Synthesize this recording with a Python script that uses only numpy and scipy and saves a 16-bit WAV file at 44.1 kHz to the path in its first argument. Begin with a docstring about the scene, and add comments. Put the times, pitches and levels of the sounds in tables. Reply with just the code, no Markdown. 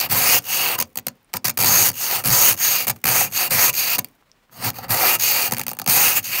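"""Scraping frost off a car window

A plastic blade is pushed and dragged over the frost, close to the microphone. Breaking crystals
crackle and set the blade and the pane ringing. Between strokes the blade skids, bounces and taps
on the glass and a few chips of ice drop, over a quiet outdoor hush."""
import sys
import numpy as np
from scipy import signal
from scipy.fft import rfft, irfft
from scipy.io import wavfile
from scipy.ndimage import uniform_filter1d

SR = 44100
rng = np.random.default_rng(int(sys.argv[2]) if len(sys.argv) > 2 else 0)


def put_to_file(sound):
    """Save the sound as 16-bit audio at rate SR, in the file named by the first command-line argument."""
    columns = np.atleast_2d(sound).T  # one column per channel
    safe = np.clip(columns, -1, 1)
    whole_steps = np.round(safe * 32767)
    wavfile.write(sys.argv[1], SR, whole_steps.astype(np.int16))


N = 282240
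T = np.arange(N) / SR

# bright tone of breaking frost: (frequency [Hz], level per Hz [dB])
FROST_SPECTRUM = [(300, -16), (1500, -9), (2500, -5.5), (3400, -14), (5500, -8), (7500, -6.5), (9000, -6.5),
                  (10300, -9.5), (11500, -3.5), (14500, -1.5), (15600, 0.5)]
def scraper():
    """Crystals break as dense clicks of uneven size along the edge and drive blade and pane."""
    breaks = rng.random(N) < 24000 / SR
    sizes = evened(breaks * gain_of(3.26 * np.minimum(rng.exponential(1, N), 3)))
    bounce_force, push = bounces()
    force = bounce_force + strokes()
    clicks = sizes * rng.choice([-1., 1.], (6, N))
    clicks[0] = swish(clicks[0], depth_db=2.0)
    crackle, edge, corner, blade, pane, thrum = force * clicks
    blade_hz, pane_hz = pitches()
    plastic = blade_ring(edge, corner, blade, blade_hz)
    glass = pane_ring(pane + push[0], thrum + push[1], pane_hz)
    frost = colour(crackle + dust(force[0]), FROST_SPECTRUM)
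    return gain_of(5.5) * frost + plastic + glass


# voicing of each stroke: (direction, lag along RING_SENDS [exponent], edge trim [dB], corner trim [dB],
# blade trim [dB], pane trim [dB], blade start pitch [Hz], blade end pitch [Hz], pane pitch [Hz])
STROKES = [("pull", 0.5, -16.5, 2, 1.8, 5, 2480, 2500, 855), ("push", 0.88, -4, 0, 2.2, 0, 2000, 2680, 903),
           ("pull", 1.3, -1.7, 0, 7.1, 6.4, 2630, 2650, 920),
           ("push", 0.6, 5, 3.8, -8.5, 0, 2300, 2870, 933),
           ("pull", 1.2, 0, -1.8, -2, 1.8, 2850, 2600, 830),
           ("push", 0.86, 2.4, 0, -8, -2.2, 2430, 3000, 930),
           ("pull", 1.1, 3.2, 0, -1.8, -2.5, 2860, 2230, 900),
           ("push", 0.61, 0, -2, 0, 0.74, 2460, 2370, 866), ("pull", 0.96, 0, 0, 0, 1.84, 2540, 2460, 760),
           ("push", 1.23, 0, 0, -0.5, 0, 2700, 2400, 970), ("pull", 0.97, 0, 2.3, 1, -2.5, 2420, 2490, 980),
           ("pull", 0.81, -5, 0, -5.5, 5.8, 3600, 2000, 730),
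           ("pull", 1.8, -8, 5.7, 3, 13, 2300, 2800, 790),
           ("push", 0.89, -9, 0.88, 2.3, 4.6, 1770, 2720, 784),
           ("pull", 0.88, 0, 0.98, 0, 0, 2500, 2430, 857),
           ("push", 0.37, -3.5, -2.1, 0.67, -4.5, 2520, 2480, 830),
           ("pull", 1.1, 0, 0, 4.4, -4, 2560, 2430, 1060)]
# how hard the edge bites the frost, one envelope a stroke: (time [s], level [dB])
BITE_ENVELOPES = [
    [(0.0, -21.5), (0.024, -27.5), (0.064, -29), (0.082, -61)],
    [(0.088, -45), (0.1, -30), (0.112, -21), (0.22, -20.5), (0.292, -16.5), (0.348, -14), (0.39, -23.5),
     (0.4, -89)],
    [(0.43, -52), (0.466, -35.5), (0.544, -23.5), (0.558, -26), (0.596, -25), (0.668, -26), (0.755, -27.5),
     (0.772, -62), (0.787, -26)],
    [(1.634, -18.5), (1.678, -19), (1.722, -20), (1.754, -17.5), (1.858, -17.5), (1.88, -20.5),
     (1.886, -34)],
    [(1.93, -44), (2.016, -27.5), (2.128, -26.5), (2.156, -22.5), (2.202, -31), (2.22, -45), (2.226, -40)],
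    [(2.247, -25), (2.258, -20.5), (2.3, -19), (2.34, -17), (2.39, -19), (2.424, -15.5), (2.496, -14.5),
     (2.522, -19.5)],
    [(2.565, -41.5), (2.619, -24.5), (2.655, -21), (2.809, -24.5), (2.849, -33), (2.863, -53)],
    [(3.077, -15.5), (3.125, -21.5), (3.173, -19), (3.219, -18.5), (3.24, -21.5), (3.28, -37.5),
     (3.31, -66)],
    [(3.312, -45), (3.335, -32.5), (3.365, -24), (3.431, -23.5), (3.477, -28), (3.495, -61)],
    [(3.497, -43.5), (3.512, -19.5), (3.541, -21), (3.643, -16.5), (3.699, -19.5), (3.721, -64)],
    [(3.728, -36), (3.781, -23.5), (3.869, -27.5), (3.899, -23.5), (3.939, -21.5), (3.957, -25.5),
     (3.975, -45)],
    [(4.49, -96), (4.524, -55), (4.598, -44.5), (4.65, -25), (4.694, -25.5), (4.726, -94)],
    [(4.732, -54), (4.767, -41), (4.821, -54), (4.845, -43), (4.877, -69)],
    [(4.882, -46), (4.893, -34), (4.905, -22.5), (4.947, -22), (4.973, -24.5), (5.047, -18), (5.155, -20),
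     (5.185, -58)],
    [(5.186, -42), (5.2, -27.5), (5.226, -21), (5.302, -22.5), (5.328, -23.5), (5.4, -22.5), (5.474, -25),
     (5.504, -46)],
    [(5.885, -18), (5.981, -17.5), (6.063, -13.5), (6.149, -25.5), (6.181, -16.5), (6.201, -32.5),
     (6.215, -80)],
    [(6.218, -60), (6.245, -32), (6.304, -34.5), (6.332, -27), (6.4, -25.5)],
]
# low thrum of the whole pane, one envelope a stroke: (time [s], level [dB])
THRUM_ENVELOPES = [
    [(0.0, -49), (0.034, -45), (0.08, -49), (0.085, -45)],
    [(0.09, -30.5), (0.102, -35.5), (0.392, -44), (0.42, -49)],
    [(0.43, -53), (0.46, -59), (0.484, -53), (0.775, -50)],
    [(1.634, -27), (1.738, -37), (1.748, -38), (1.89, -36)],
    [(1.93, -49), (1.948, -58), (2.22, -48), (2.23, -40)],
    [(2.243, -32), (2.293, -22.5), (2.419, -49), (2.525, -38)],
    [(2.565, -56), (2.685, -50), (2.793, -61), (2.863, -47)],
    [(3.077, -38), (3.103, -38), (3.287, -43), (3.31, -52)],
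    [(3.315, -51), (3.433, -53), (3.495, -39)],
    [(3.5, -40), (3.546, -31), (3.588, -45), (3.722, -47)],
    [(3.728, -50), (3.884, -57), (3.966, -46), (3.975, -30)],
    [(4.49, -62.5), (4.662, -30.5), (4.72, -49), (4.727, -41)],
    [(4.732, -45), (4.736, -48), (4.874, -43), (4.878, -39)],
    [(4.882, -30), (4.936, -33.5), (4.978, -48), (5.185, -41.5)],
    [(5.19, -56), (5.272, -56), (5.344, -54), (5.505, -45)],
    [(5.885, -38), (6.055, -59), (6.197, -44), (6.215, -51)],
    [(6.222, -57), (6.302, -43), (6.328, -59), (6.4, -49)],
]
# ring levels relative to the bite, for push and pull:
# (progress [0-1], edge [dB], corner [dB], blade [dB], pane [dB])
RING_SENDS = {"push": [(0, -16.5, -5, -11.5, -8.5), (.15, -16, -10.5, -15.5, -12),
              (.35, -3, -7, -14.5, -10), (.6, 0, -9.5, -11.5, -9), (.85, -3, -13.5, -6.5, -14),
              (1, -6, -12.5, -5.5, -12.5)], "pull": [(0, 0.5, -9, -8.5, -22.5), (.3, 2, -3.5, -6, -16),
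              (.6, -3.5, -3.5, -2.5, -10), (.85, -17.5, -7.5, -6, -12), (1, -10.5, -8, -6.5, -7)]}
LIGHT_DB, PANE_KEPT = -26.5, 0.34  # under this bite, the blade's weight keeps this share of each lost dB
CHATTER_FROM_DB, CHATTER_DEPTH, CHATTER_HZ = -29.5, 2, 108  # a loud thrum shakes the edge off the glass
HOP_DB, LANDING_S = {"push": 7.5, "pull": 9.5}, 0.002  # the blade hops as it digs in
def strokes():
    """The edge sticks and slips: force for six feeds (crackle, edge, corner, blade, pane, thrum)."""
    force = np.zeros((6, N))
    for (direction, lag, *voicing), bite, thrum in zip(STROKES, BITE_ENVELOPES, THRUM_ENVELOPES):
        t = np.arange(bite[0][0], bite[-1][0], 1 / SR)
        age, progress = t - t[0], np.linspace(0, 1, len(t))
        bite_db = np.interp(t, *np.transpose(bite))
        thrum_db = np.interp(t, *np.transpose(thrum))
        marks, *sends_db = np.transpose(RING_SENDS[direction])
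        edge, corner, blade, pane = [bite_db + np.interp(progress ** lag, marks, send) + trim
                                     for send, trim in zip(sends_db, voicing[:4])]
        pane += PANE_KEPT * np.maximum(LIGHT_DB - bite_db, 0)
        levels_db = np.array([bite_db, edge, corner, blade, pane, thrum_db])
        chatter_db = CHATTER_DEPTH * np.maximum(thrum_db - CHATTER_FROM_DB, 0)
        levels_db[:5] += chatter_db * (.6 - 2 * (CHATTER_HZ * age % 1))  # a sudden catch, then slack
        hop_db = HOP_DB[direction] * np.exp(-age / 0.02) * np.cos(2 * np.pi * 78 * age)
        add(force, t[0], gain_of(levels_db + hop_db) * np.minimum(age / LANDING_S, 1))
    judder_db = 0.2 * drift(low_hz=40.6, high_hz=110) + 1.7 * drift(low_hz=150.7, high_hz=490)
    # uneven frost favours now one ring, now another
    patchy_db = [1.22 * drift(low_hz=7.3, high_hz=41.6) for _ in force]
    return force * gain_of(judder_db + np.array(patchy_db))


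def pitches():
    """The blade's pitch bends through each stroke; the pane under it wanders about its own."""
    times = np.ravel([(bite[0][0], bite[-1][0]) for bite in BITE_ENVELOPES])
    blade_hz = np.ravel([stroke[-3:-1] for stroke in STROKES])
    pane_hz = np.repeat([stroke[-1] for stroke in STROKES], 2)
    wander_hz = 70 * drift(low_hz=3.1, high_hz=15)
    return np.interp(T, times, blade_hz), np.interp(T, times, pane_hz) + wander_hz


def swish(x, depth_db):
    """Bands of the spectrum swell and fade in drifting patches as the edge tilts."""
    bands = signal.stft(x, SR, nperseg=256)[2]
    patches = uniform_filter1d(rng.standard_normal(bands.shape), size=6, axis=0)
    patches = uniform_filter1d(patches, size=24, axis=1)
    return signal.istft(bands * gain_of(depth_db * evened(patches)), SR, nperseg=256)[1][:N]


# plastic resonances of edge, corner and blade body: (frequency [Hz], width [Hz], level [dB])
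EDGE_MODES = [(6330, 83, -6.5), (6440, 290, 7), (6960, 170, -8), (8100, 100, -13), (13600, 660, 3)]
CORNER_MODES = [(4140, 820, -1.5), (4610, 220, 3.5), (5150, 500, -7), (13600, 300, 3)]
BLADE_MODES = [(2400, 250, -6), (2790, 60, -3)]
def blade_ring(edge, corner, blade, pitch_hz):
    """The plastic rings in steady modes, plus one that bends with pressure."""
    sizzle = gain_of(-2.5) * ring(edge, EDGE_MODES) + gain_of(2.25) * ring(corner, CORNER_MODES)
    body = gain_of(-2.5) * ring(blade, BLADE_MODES)
    return sizzle + body + gain_of(-1.5) * glide(blade, pitch_hz, width_hz=168)


# the window's midrange ring and low thrum: (frequency [Hz], width [Hz], level [dB])
PANE_MODES = [(265.4, 23, -19.5), (372, 74, -8), (527, 74, -1.5), (739, 77, -4), (901, 82, -4.5),
              (1210, 110, 1.5), (1366, 160, -1.5), (1930, 400, -0.5)]
THRUM_MODES = [(49.6, 36, -0.5), (82.4, 8.2, -8.5), (96, 24, 3), (113.2, 60, 5.5), (182.3, 73, -1),
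               (244.4, 44, -6)]
def pane_ring(pane, thrum, pitch_hz):
    """The glass rings and thrums as a whole, with one wandering mode under the blade."""
    body = gain_of(0.3) * ring(pane, PANE_MODES) + gain_of(3.5) * ring(thrum, THRUM_MODES)
    return body + gain_of(-4.0) * glide(pane, pitch_hz, width_hz=49)


# short slides between bounces: (time [s], bite [dB], load on the glass [dB], contact [s])
SKIDS = [(0.787, -9, -23, 0.0037), (0.8002, -6, -28, 0.0056), (0.8102, -9, -27, 0.0044),
         (0.8235, -6.5, -29.5, 0.003), (0.9727, -10.5, -31.5, 0.0047), (1.0673, -10.5, -29, 0.0036),
         (1.3444, -26.5, -26, 0.012), (1.3577, -22, -39, 0.013), (1.368, -13.5, -36, 0.0038),
         (1.4441, -12, -27.5, 0.011), (1.4523, -8.5, -37, 0.012), (1.4676, -14, -30.5, 0.0091),
         (1.4807, -7.5, -26.5, 0.0053), (1.4944, -11, -33, 0.0098), (1.5734, -9, -25.5, 0.0063),
         (1.5877, -9.5, -24.5, 0.01), (1.6009, -8, -26, 0.017), (1.6105, -10.5, -25.5, 0.011),
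         (1.6235, -6, -28, 0.0066), (1.886, -6.5, -44, 0.008), (1.8981, -13, -27, 0.005),
         (2.2382, -17.5, -28, 0.0065), (2.5234, -10, -42, 0.0093), (2.5383, -19.5, -34, 0.0094),
         (2.8691, -13.5, -27, 0.0064), (2.8789, -9, -25, 0.011), (2.8966, -5, -27, 0.0087),
         (2.9068, -18, -31, 0.008), (2.96, -35.5, -46, 0.0077), (3.04, -7.5, -24.5, 0.0041),
         (3.0531, -6, -22.5, 0.0083), (3.067, -6, -26, 0.008), (3.9827, -13.5, -23.5, 0.0083),
         (3.9891, -7.5, -28, 0.0054), (4.7022, -12.5, -45, 0.0019), (4.785, -25.5, -35, 0.0045),
         (5.5205, -8, -20.5, 0.0057), (5.5342, -12, -26, 0.004), (5.5938, -10, -26.5, 0.0038),
         (5.875, -7, -21, 0.0059)]
# knocks of the edge on the glass: (time [s], blow [dB], load on the glass [dB])
TAPS = [(0.9573, -14, -30), (0.9872, -16, -28), (0.9962, -26, -51), (1.0834, -12, -35), (1.333, -25, -37),
        (1.3386, -5.5, -20), (1.5097, -19, -39), (2.112, -9.5, -29), (2.121, -17, -30.5),
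        (4.0456, -16, -35), (5.511, -15, -22), (5.547, -15, -44), (5.559, -26, -43), (5.568, -12, -29),
        (5.574, -16, -25), (5.5828, -6, -25), (5.605, -16, -24), (5.6142, -9, -25), (5.6314, -30, -40),
        (5.6353, -19.5, -36), (5.6666, -10, -21.5), (5.6819, -8, -25), (5.6918, -15, -36),
        (5.6997, -20, -39), (5.708, -23, -48), (5.715, -16, -25.5), (5.7334, -19, -31), (5.7504, -34, -43),
        (5.769, -27.5, -32), (5.7893, -12, -39), (5.7978, -13, -25), (5.8171, -12.5, -23),
        (5.843, -28, -46), (5.8628, -6.5, -19)]
RATTLE_T60_S, LIGHT_BLOW_HZ = 0.015, 150
def bounces():
    """Skids and taps give a burst of force to the six feeds and a single push to pane and thrum."""
    force, push, t = np.zeros((6, N)), np.zeros((2, N)), T[:SR // 8]
    blow = np.pad(np.hanning(44), (0, 46))
    rebound = 9 * np.gradient(np.hanning(90))  # in and out again: favours the upper thrum modes
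    for start, db, load_db, contact_s in SKIDS:
        attack = np.minimum(t / 0.00035, 1)
        slide = attack * gain_of(-500 * t - 60 * np.maximum(t - contact_s, 0) / 0.0037)
        feeds = gain_of([db - 8.5, db - 15.5, db - 18.5, db - 26, load_db - 3, load_db - 5])
        add(force, start, np.outer(feeds, slide))
        add(push, start, gain_of([[load_db - 7], [load_db + 1]]) * [blow, rebound])
    tick = 2.5 * gain_of(-60 * t / .003)  # the sharp first contact
    rattle = gain_of(-60 * t / RATTLE_T60_S)
    for start, db, load_db in TAPS:
        feeds = gain_of([db - 13.5, db - 29, db - 23.5, db - 27, load_db - 13.5, load_db - 41])
        add(force, start, np.outer(feeds, tick + rattle))
        add(push, start, gain_of([[load_db - 13], [load_db - 6.5]]) * [blow, rebound])
    # a bounce is too brief to move the lowest modes
    push[1] = signal.sosfilt(signal.butter(2, LIGHT_BLOW_HZ, "highpass", fs=SR, output="sos"), push[1])
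    return force, push


def dust(force):
    """Loosened frost keeps trickling down the pane in faint puffs after each contact."""
    airborne = signal.fftconvolve(force, gain_of(-60 * T[:SR // 2] / 0.47) / 2500)[:N]
    puffs = gain_of(6 * drift(low_hz=15, high_hz=90))
    return gain_of(-33.0) * airborne * puffs * rng.standard_normal(N)


# loose bits of ice dropping: (time [s], peak [dB], pitch [Hz])
CHIPS = [(1.23, -48, 13300), (1.246, -45, 9500), (4.225, -40, 1240), (4.316, -33, 5500), (4.351, -61, 1040),
         (4.496, -39, 1460), (4.533, -34, 11900)]
def chips():
    """Each chip lands with a tiny, quickly damped tick."""
    ticks, t = np.zeros(N), T[:400]
    for start, db, hz in CHIPS:
        add(ticks, start, gain_of(db - 60 * t / 0.004) * np.sin(2 * np.pi * hz * t))
    return ticks


# short outdoor reverb: (frequency [Hz], time to fall 60 dB [s])
YARD_DECAY = [(100, 0.19), (300, 0.42), (700, 0.14), (2000, 0.085), (6000, 0.081), (13000, 0.026)]
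def yard(x):
    """Sound scatters off car body and ground, each band dying at its own speed."""
    hz, t, bands = signal.stft(rng.standard_normal(SR // 2), SR, nperseg=256)
    decay = gain_of(-60 * t / curve_at(YARD_DECAY, hz)[:, None])
    tail = signal.istft(bands * decay, SR, nperseg=256)[1]
    return signal.fftconvolve(x, tail / np.linalg.norm(tail))[:N]


# dark outdoor bed: (frequency [Hz], level per Hz [dB])
HUSH_SPECTRUM = [(18, -26.5), (30, 7.5), (53, -5.5), (130, -15), (240, -16), (380, -21.5), (855, -22),
                 (1050, -20.5), (1330, -24.5), (2080, -24.5), (7500, -38), (9490, -39), (10800, -43.5),
                 (15600, -35.5)]
def hush():
    """Distant traffic and air, swelling a little."""
    level_db = -58 + 1.5 * drift(low_hz=4.1, high_hz=30)
    return gain_of(level_db) * colour(rng.standard_normal(N), HUSH_SPECTRUM)


def ring(x, modes):
    """Passes x through damped modes, keeping the power of white noise."""
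    t = T[:SR // 5]
    response = np.zeros_like(t)
    for k, (hz, width, db) in enumerate(modes):
        envelope = gain_of(db) * np.sqrt(width) * np.exp(-np.pi * width * t)
        response += (-1) ** k * envelope * np.sin(2 * np.pi * hz * t)
    return signal.oaconvolve(x, response / np.linalg.norm(response))[:N]


def glide(x, hz, width_hz):
    """One mode that follows the curve hz, keeping the power of white noise."""
    carrier = np.exp(2j * np.pi * np.cumsum(hz) / SR)
    pole = np.exp(-np.pi * width_hz / SR)
    envelope = signal.lfilter([1], [1, -pole], x / carrier + 1e-18)
    return np.sqrt(2 * (1 - pole ** 2)) * (carrier * envelope).real


def colour(x, spectrum):
    """Equalises x, keeping the power of white noise."""
    gain = gain_of(curve_at(spectrum, np.fft.rfftfreq(N, 1 / SR)))
    return irfft(rfft(x) * evened(gain), N)


def drift(low_hz, high_hz):
    """Random modulation between two rates, rms 1."""
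    band = signal.butter(2, [low_hz, high_hz], "bandpass", fs=SR, output="sos")
    return evened(signal.sosfilt(band, rng.standard_normal(N)))


def gain_of(db):
    return 10 ** (np.asarray(db) / 20)


def evened(x):
    return x / np.sqrt(np.mean(x ** 2) + 1e-20)


def curve_at(points, hz):
    points_hz, values = np.transpose(points)
    return np.interp(np.log(hz + 1), np.log(points_hz + 1), values)


def add(mix, start_s, sound):
    part = mix[..., round(start_s * SR):][..., :sound.shape[-1]]
    part += sound[..., :part.shape[-1]]


# treble dips where neighbouring modes cancel: (frequency [Hz], width [Hz])
NOTCHES = [(7270, 180), (7880, 270)]
def scene():
    """Scraper and chips up front, faint reflections and the hush behind, in mono."""
    near = scraper() + chips()
    for hz, width in NOTCHES:
        near = 0.23 * near + 0.72 * signal.lfilter(*signal.iirnotch(hz, hz / width, SR), near)
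    return (near + gain_of(-15.0) * yard(near) + hush())[None]


def record(dry):
    """A small microphone loses the deepest bass and rounds off the peaks; a steep high cut follows."""
    upper = signal.sosfilt(signal.butter(4, 92., "highpass", fs=SR, output="sos"), dry)
    thin = upper + gain_of(-17.0) * dry
    rounded = .8 * np.tanh(thin / .8)
    high_cut = signal.firwin(511, cutoff=15740, window=("kaiser", 9), fs=SR)
    return signal.oaconvolve(rounded, high_cut[None], "same")


dry = scene()
out = record(dry)
put_to_file(out)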